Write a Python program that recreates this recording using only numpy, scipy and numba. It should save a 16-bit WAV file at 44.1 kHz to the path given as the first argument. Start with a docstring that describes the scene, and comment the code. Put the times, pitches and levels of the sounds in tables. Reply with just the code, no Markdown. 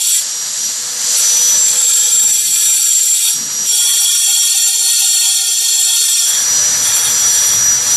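"""A stone rasps briefly on the steel disc of a whining angle grinder, then is held to it lightly, hard, and
in dabs: three spells of work; the sound cuts abruptly from each to the next. Grit scrapes the stone and
drives the modes of disc and guard; stick-slip friction makes the disc squeal, mostly at light touch.
The motor's fan whines at its blade-passing frequency, which sinks under load, amid the rush of cooling air.
A phone close above picks it up in mono."""
import sys
import numpy as np
from scipy import signal
from scipy.fft import rfft, irfft
from scipy.io import wavfile
from scipy.ndimage import uniform_filter1d, minimum_filter1d
from numba import njit

SR = 44100
rng = np.random.default_rng(int(sys.argv[2]) if len(sys.argv) > 2 else 0)


def bounce(signal):
    """Save signal as a 16-bit WAV file at the path given by the first command-line argument."""
    frames = np.transpose(np.atleast_2d(signal))
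    limited = np.clip(frames, -1, 1)
    pcm = np.round(limited * 32767).astype(np.int16)
    wavfile.write(sys.argv[1], SR, pcm)


N = 351036
TIME = np.arange(N) / SR

# spells of work: start t/s, rotor speed at the start f/Hz, speed approached without load f/Hz
SPELLS = [(0, 474.3, 508.6), (3.68, 472.6, 508.8), (6.25, 487, 502.4)]


def grinding(motor_hz, contact, seating, flex, gear_ratio=2.84):
    """Friction noise: one rough force makes the dry scrape and rings disc and guard, as the rim knocks."""
    # spectrum of the scrape: f/Hz, relative level/dB
    scrape_spectrum = [(60, -33), (600, -24), (900, -27), (1400, -15), (1800, -8.5), (2100, -6.5),
                       (2500, 3.5), (4500, 6.5), (6200, -32), (9000, 12), (11000, 5.5), (13000, 2.5),
                       (13700, -9), (14300, -45)]
    # disc modes: touching f/Hz, pressed f/Hz, nominal width/Hz,
    # level/dB touching, on edge and flat, change/dB with the tool tipped up
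    disc_modes = [(2405, 2420, 45, -25, -29, -30, -8), (3255, 3245, 42, -18, -12.5, -14, -4),
                  (3360, 3352, 60, -15, -4.5, -10, 1.5), (3595, 3608, 50, -19.5, -16, -13, -2),
                  (3714, 3730, 36, -13.5, -19, -18, -4), (4400, 4340, 58, -12, -9.5, -2.8, 4),
                  (4515, 4490, 50, -12.5, -16, -14, 2), (4680, 4700, 55, -18, -19, -18.5, -2),
                  (5665, 5650, 55, -7, 0.5, -2.5, 3), (6015, 6100, 42, -14, -5.5, -4.5, 2),
                  (6680, 6660, 50, -22, -17, -12, 0), (7210, 7240, 35, -13, -8, -7, 8),
                  (7380, 7335, 48, -0.5, 3, 2.5, 2.5), (7775, 7820, 36, -3, -3, -6, -7),
                  (8128, 8170, 55, -7, -5, -8, -5), (8560, 8440, 55, -10.5, -14, -11, -3),
                  (8820, 8830, 100, -13, -11, -11.5, -4), (9150, 9120, 70, -15, -18, -12, -3),
                  (9490, 9475, 36, -6.5, -2.5, -9.5, 4), (9560, 9570, 46, -12, -7.5, -5.5, -4),
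                  (9860, 9965, 40, -10, -9, -9.5, 2), (10150, 10170, 65, -12, -16, -14, -2),
                  (10840, 10780, 50, -12, -20.5, -20.5, -2), (11300, 11300, 85, -11.5, -19, -20, 0),
                  (11900, 11820, 48, -10, -13.5, -14.5, -4), (12190, 12300, 35, -14.5, -15, -15.5, 0),
                  (12930, 13080, 90, -16.5, -21, -19, 0), (14380, 14400, 130, -23, -20, -17.5, 0)]
    # low modes of the guard: columns as for the disc
    guard_modes = [(670, 623, 120, -58, -41, -57, -3), (861, 803, 55, -28.5, -61, -30.5, 6),
                   (1036, 1130, 23, -39.5, -30.5, -38.5, 2), (1372, 1420, 115, -26.5, -27.5, -26.5, 3),
                   (1667, 1560, 63, -29.5, -36, -36, 3), (1810, 1800, 100, -40, -26, -26, 11)]
    force = grit()
    scrape = colour(force, scrape_spectrum)
    disc = steel(force, seating, flex, disc_modes, damping=0.59)
    guard = steel(force, seating, flex, guard_modes, damping=0.33)
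    knocks = rim(angle(motor_hz / gear_ratio), seating)
    return contact * (disc + undb(-1) * (scrape + guard + knocks))


def grit(grain_db=3.5, chatter_db=0.36):
    """Random impacts: grains of uneven size strike the stone, which chatters in the hand."""
    return unit(rng.standard_normal(N) * undb(grain_db * walk(990) + chatter_db * walk(61)))


def steel(force, seating, flex, modes, damping, slide_hz=6, slide_db=0.9):
    """Modal superposition: the lie of the stone tunes and weights the modes; flexing scales the lowest."""
    press = np.minimum(seating, 1)
    # tipping the tool up, over 0.17 s around 6.3 s, turns other modes to the microphone
    tipped = np.clip((TIME - 6.3) / 0.17 + .5, 0, 1)
    out = 0
    for touch_hz, press_hz, width, *seat_db, tipped_db in modes:
        # as the stone slides about, each mode drifts in pitch and strength
        hz = touch_hz + press * (press_hz - touch_hz) + slide_hz * drift(9)
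        level_db = np.interp(seating, [0, 1, 2], seat_db) + tipped * tipped_db + slide_db * drift(9)
        nearby_force = ring(force, hz, 10. * width)
        mode = unit(ring(nearby_force, hz, damping * width))
        out += mode * undb(level_db) * (flex if touch_hz < 4000 else 1)
    return out


def rim(spindle, seating, waver_db=12.5):
    """Periodic forcing: the uneven rim knocks at spindle harmonics, the higher ones under a flat stone."""
    # rim tones: harmonic number, touching level/dB, flat level/dB
    harmonics = [(1, -37, -77), (2, -39, -73), (5, -32, -29), (6, -39, -29.5), (8, -26, -69),
                 (9, -34.5, -30), (10, -22.5, -67), (12, -28, -28), (14, -23.5, -34.5), (17, -32, -23),
                 (18, -33, -24.5), (19, -48, -23), (28, -30, -14)]
    out = 0
    for order, touch_db, flat_db in harmonics:
        level_db = touch_db + seating / 2 * (flat_db - touch_db) + waver_db * np.minimum(drift(45), 1)
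        out += undb(level_db) * np.sin(order * spindle + drift(35))
    return out


def squeal(width_hz=45., build_s=0.055, swell_s=0.0053):
    """Self-excited vibration: two modes ring shrilly at light touch; at times one grows by stick-slip."""
    # modes on the verge of squealing: start t/s, end t/s, first f/Hz, last f/Hz, level/dB
    shrill_modes = [(1.56, 3.22, 7415, 7365, -18.5), (1.57, 3.0, 7775, 7780, -22)]
    # stick-slip squeals: start t/s, end t/s, level/dB
    squeals = [(1.572, 1.707, -7), (1.786, 1.892, -8.5), (1.906, 2.022, -9), (2.11, 2.242, -5),
               (2.248, 2.278, -5), (2.311, 2.334, -8), (2.453, 2.475, -8), (2.535, 2.573, -9.5),
               (2.687, 2.787, -10), (2.907, 2.94, -6.5), (2.951, 3.044, -9), (3.099, 3.138, -4.5),
               (5.736, 5.84, -12.5), (6.929, 7, -13), (7.271, 7.38, -15)]
    # pitch of the squeal, sinking as the stone bears down: t/s, f/Hz
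    glide = [(1.9, 7418), (3.1, 7368)]
    shrill = 0
    for start, end, first_hz, last_hz, db in shrill_modes:
        hz = np.interp(TIME, [start, end], [first_hz, last_hz])
        nearby_force = ring(grit(), hz, 10 * width_hz)
        mode = unit(ring(nearby_force, hz, width_hz))
        shrill += eased(held([(start, end)], [undb(db)]), build_s) * mode
    envelope = eased(held(squeals, [undb(db) for _, _, db in squeals]), swell_s)
    squeal_hz = curve(glide) + 18 * walk(110)
    # the swing saturates while it holds, and passing grains roughen it
    grip_db = 3 * np.minimum(walk(70), .6) + 1.6 * walk(300)
    return shrill + envelope * undb(grip_db) * np.sin(angle(squeal_hz))


def motor_speed(drag_hz, lag_s=1.12):
    """First-order lag: in each spell the rotor creeps towards its free speed less the stone's drag."""
    hz = np.zeros(N)
    step = 1 / (lag_s * SR)
    for start, first_hz, free_hz in SPELLS:
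        since = TIME >= start
        target_hz = free_hz - drag_hz[since]
        hz[since] = first_hz + signal.lfilter([step], [1, step - 1], target_hz - first_hz)
    return hz


def fan(motor_hz, loud, blades=12, flutter=0.14):
    """Blade-passing tone: blades chop the air into a whine and its octave; imbalance hums once a turn."""
    # the whine, which beams as the tool is turned: t/s, level/dB
    whine_levels = [(0.0, -44), (0.27, -29), (0.4, -24), (0.54, -31), (0.65, -17.5), (0.76, -31),
                    (0.94, -27), (1.13, -19.5), (1.28, -10.5), (1.52, -11), (1.72, -19), (1.86, -40),
                    (2.08, -19), (2.16, -25), (2.33, -19.5), (2.48, -27.5), (2.7, -18), (2.79, -29),
                    (2.88, -20), (3.1, -31), (3.36, -20.5), (3.47, -24), (3.62, -18.5), (4.1, -37),
                    (6.2, -28), (6.33, -20), (6.56, -13), (6.9, -17.5), (7.15, -16.5), (7.27, -12),
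                    (7.55, -14.5), (7.7, -10), (7.84, -20), (7.93, -11.5)]
    # hum of the rotor: t/s, level/dB
    hum_levels = [(0, -85), (0.25, -55), (0.8, -53.5), (1.3, -43), (2.2, -46.5), (2.8, -60), (3.6, -52.5),
                  (4.5, -58), (6.2, -54), (6.6, -46), (7.96, -45)]
    shaft = angle(motor_hz * (1 + 0.00078 * walk(39.1)))
    whine_db = curve(whine_levels)
    off_beam = np.clip((-12 - whine_db) / 8, 0, 1)
    fading_db = 0.5 * off_beam * walk(9.3)
    whine = undb(whine_db + fading_db) * (1 + flutter * walk(230)) * np.sin(blades * shaft)
    # the octave beams less than the main tone
    octave = undb(-25 + 0.51 * whine_db - 2.3 * loud + 2 * walk(22)) * np.sin(2 * blades * shaft)
    # the low hum flickers in and out during loud grinding
    hum_flicker_db = 5 * loud * np.clip(4 * walk(10), -3, 1)
    hum = undb(curve(hum_levels) + 7 * np.minimum(walk(34), 1) + hum_flicker_db) * np.sin(shaft)
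    return np.sqrt(2) * (whine + octave + hum)


def cooling_air(loud, flicker_db=1.34, drop_db=-25):
    """Turbulence: fan and disc hiss; vents and housing roar, heard less while the grinding is loud."""
    # strength of the airflow's sound: t/s, relative level/dB
    air_levels = [(0, -27), (.8, -26), (1.3, -19), (1.9, -23.5), (2.6, -28.5), (3.5, -26.5), (4.5, -27),
                  (6.1, -27.5), (6.5, -23.5), (7.96, -23)]
    # spectrum of the hiss: f/Hz, relative level/dB
    hiss_spectrum = [(400, -57), (1500, -33), (3000, -11), (3800, -7.5), (4400, -2.5), (5300, -4),
                     (6500, -1), (7300, 3.5), (8500, -6.5), (9800, -13.5), (11500, -12.5), (12400, -45),
                     (13300, -57)]
    # spectrum of the vents: f/Hz, relative level/dB
    vent_spectrum = [(250, -37), (450, 5.5), (900, 14.5), (1450, 17), (1750, 18), (2150, 15), (3000, 4.5),
                     (6000, -35)]
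    # resonances of the motor housing: f/Hz, width/Hz, level/dB relative to the vents
    housing_modes = [(603.6, 4.6, -16), (765, 3.2, -22.5), (1700, 5.2, -11.5)]
    # roar in each spell: level/dB relative to air_levels
    roar_levels = [-11.5, -25, -6.5]
    air_db = curve(air_levels)
    hiss = colour(rng.standard_normal(N), hiss_spectrum) * undb(air_db + 6 + flicker_db * walk(4.2))
    flow = rng.standard_normal(N)
    housing = sum(undb(db) * unit(ring(flow, np.full(N, float(hz)), width))
                  for hz, width, db in housing_modes)
    spell = np.searchsorted([start for start, _, _ in SPELLS], TIME, side="right") - 1
    roar_db = air_db + np.array(roar_levels)[spell] + drop_db * loud + walk(22)
    return hiss + (colour(flow, vent_spectrum) + housing) * undb(roar_db)


def wind_noise(loud, gust_db=3, drop_db=-24):
    """Pressure fluctuations: a low rumble, and air buffeting the microphone once the tool is tipped up."""
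    # low rumble: t/s, level/dB
    rumble_levels = [(0, -47), (1.0, -44), (1.9, -42), (2.6, -33), (3.5, -37.5), (4.7, -43), (6.2, -47),
                     (6.7, -40), (7.96, -40)]
    # its spectrum: f/Hz, relative level/dB
    rumble_spectrum = [(25, -20), (70, -13), (120, 5), (170, 4.5), (250, 6.5), (340, -3.5), (600, -13)]
    # buffeting at the microphone: t/s, level/dB
    buffet_levels = [(0, -78), (6.2, -79), (6.35, -48), (6.6, -40.5), (7.2, -38.5), (7.96, -40)]
    # its spectrum: f/Hz, relative level/dB
    buffet_spectrum = [(25, -27), (55, -12), (90, 2.5), (130, 0.5), (250, -11), (600, -24)]
    # the rumble is heard to drop away while the grinding is loud
    rumble_db = curve(rumble_levels) + drop_db * loud
    rumble = colour(rng.standard_normal(N), rumble_spectrum) * undb(rumble_db)
    buffet = colour(rng.standard_normal(N), buffet_spectrum) * undb(curve(buffet_levels))
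    return (rumble + buffet) * undb(gust_db * np.minimum(walk(6.5), 1))


@njit
def ring(x, hz, width):
    """Damped resonator driven by x, with a moving centre frequency and a bandwidth in Hz."""
    y, low, band = np.empty(len(x)), 0., 0.
    for i in range(len(x)):
        g = np.tan(np.pi * hz[i] / SR)
        loss = np.pi * width / SR * (1 + g * g) / g
        y[i] = (band + g * (x[i] - low)) / (1 + g * (g + loss))
        band = 2 * y[i] - band
        low += 2 * g * y[i]
    return y


def colour(x, points):
    """Spectral shaping by (f/Hz, level/dB) points, scaled to rms 1."""
    hz, db = np.transpose(points)
    f = np.arange(1, N // 2 + 2) * SR / N
    gain = undb(np.interp(np.log(f), np.log(hz), db))
    return unit(irfft(rfft(x) * gain, N))


def walk(corner_hz):
    """Low-pass noise: a smooth random wander of rms 1."""
    spectrum = rfft(rng.standard_normal(N))
    f = np.arange(len(spectrum)) * SR / N
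    return unit(irfft(spectrum / (1 + (f / corner_hz) ** 4), N))


def drift(rate):
    """Linear interpolation of random values, rate a second."""
    return np.interp(TIME * rate, np.arange(1024), rng.standard_normal(1024))


def curve(points):
    """Linear interpolation of (t/s, value) points."""
    return np.interp(TIME, *np.transpose(points))


def held(events, values):
    """Rectangular pulses: each value lasts from its event's start to its end."""
    return sum(value * ((TIME >= start) & (TIME < end))
               for (start, end, *_), value in zip(events, values))


def eased(x, seconds):
    """Moving average, which turns steps into ramps."""
    return uniform_filter1d(x, int(seconds * SR))


def angle(hz):
    """Phase as the integral of frequency."""
    return 2 * np.pi * np.cumsum(hz) / SR


def undb(db):
    """Decibels to amplitude ratio."""
    return 10 ** (np.asarray(db) / 20)


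def unit(x):
    """Normalisation to rms 1."""
    return x / np.sqrt(np.mean(x ** 2))


def scene(touch_s=0.11, bite_s=0.022, idle_db=-46.5, hand_db=1.43, light_hz=25.5, heavy_hz=42):
    """Superposition at one spot: the strokes of the stone load the motor and drive the grinding."""
    # strokes: start t/s, end t/s, drag on the rotor f/Hz,
    # seating (0 touching, 1 on edge, 2 flat), level/dB, flexing of the disc/dB
    strokes = [(0, 0.192, 58, 0.57, -18.5, -1.5), (0.901, 1.15, 3.6, 0.69, -34, -13),
               (1.139, 1.863, 10.1, 0, -24, 6), (1.847, 2.297, 29.1, 0, -21.5, 7),
               (2.304, 2.734, 33, 0.17, -20.5, 2), (2.723, 3.332, 47.6, 0.24, -20, -0.5),
               (3.681, 4.221, 91, 0.87, -17.5, 3.5), (4.226, 4.502, 81, 1.5, -16, 3.5),
               (4.499, 5.3, 68, 2, -19, 2.5), (5.3, 5.952, 81, 1.84, -20, 4.5),
               (5.948, 6.252, 91.8, 1.65, -20.5, 4.5), (6.255, 6.453, 23, 0.59, -24.5, 9.5),
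               (6.8, 7.122, 22.3, 0.088, -23.5, 7.5), (7.122, 7.606, 22, 0.2, -27.5, 6.5),
               (7.838, 8.003, 20, 0, -24.5, 5)]
    # bites, where an edge of the stone digs in: t/s, extra level/dB, extra flexing/dB
    bites = [(1.187, 13, -9), (3.275, 8, 6), (3.76, -1, -6), (3.901, 15, 1), (4.11, -4, 9.5),
             (4.36, -2.5, -2), (4.5, -1.5, -2), (6.29, 5.5, -10), (6.97, 4.5, -7), (7.07, 4, 5),
             (7.339, 6, 0)]
    _, _, drag_hz, seats, level_db, flex_db = np.transpose(strokes)
    bite_times, extra_db, extra_flex_db = np.transpose(bites)
    drag = held(strokes, drag_hz)
    motor_hz = motor_speed(drag)
    # 0 at light drag, 1 in the heavy strokes, where the grinding is loud
    loud = eased(np.clip((drag - light_hz) / (heavy_hz - light_hz), 0, 1), seconds=0.05)
    bite_pulses = np.exp(-((TIME[:, None] - bite_times) / bite_s) ** 2)
    # the free disc still rings faintly; the hand is slow to change its pressure, and unsteady
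    contact = eased(np.maximum(held(strokes, undb(level_db)), undb(idle_db)), touch_s)
    contact *= undb(bite_pulses @ extra_db + hand_db * walk(3.2))
    seating = np.clip(eased(held(strokes, seats), touch_s), 0, 2)
    flex = undb(eased(held(strokes, flex_db), touch_s) + bite_pulses @ extra_flex_db)
    machine = fan(motor_hz, loud) + cooling_air(loud) + wind_noise(loud)
    mono = machine + grinding(motor_hz, contact, seating, flex) + squeal()
    return np.array([mono, mono])


def record(dry, ceiling=.76, hold_s=.004, top_hz=14600):
    """Peak and band limiting: the phone ducks the loudest peaks, then cuts the highest treble."""
    hold = int(hold_s * SR)
    allowed = np.minimum(1, ceiling / (np.abs(dry[0]) + 1e-9))
    gain = uniform_filter1d(minimum_filter1d(allowed, hold), hold)
    lowpass = signal.ellip(10, .2, 80, top_hz, fs=SR, output="sos")
    return signal.sosfilt(lowpass, dry * gain)


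dry = scene()
out = record(dry)
bounce(out)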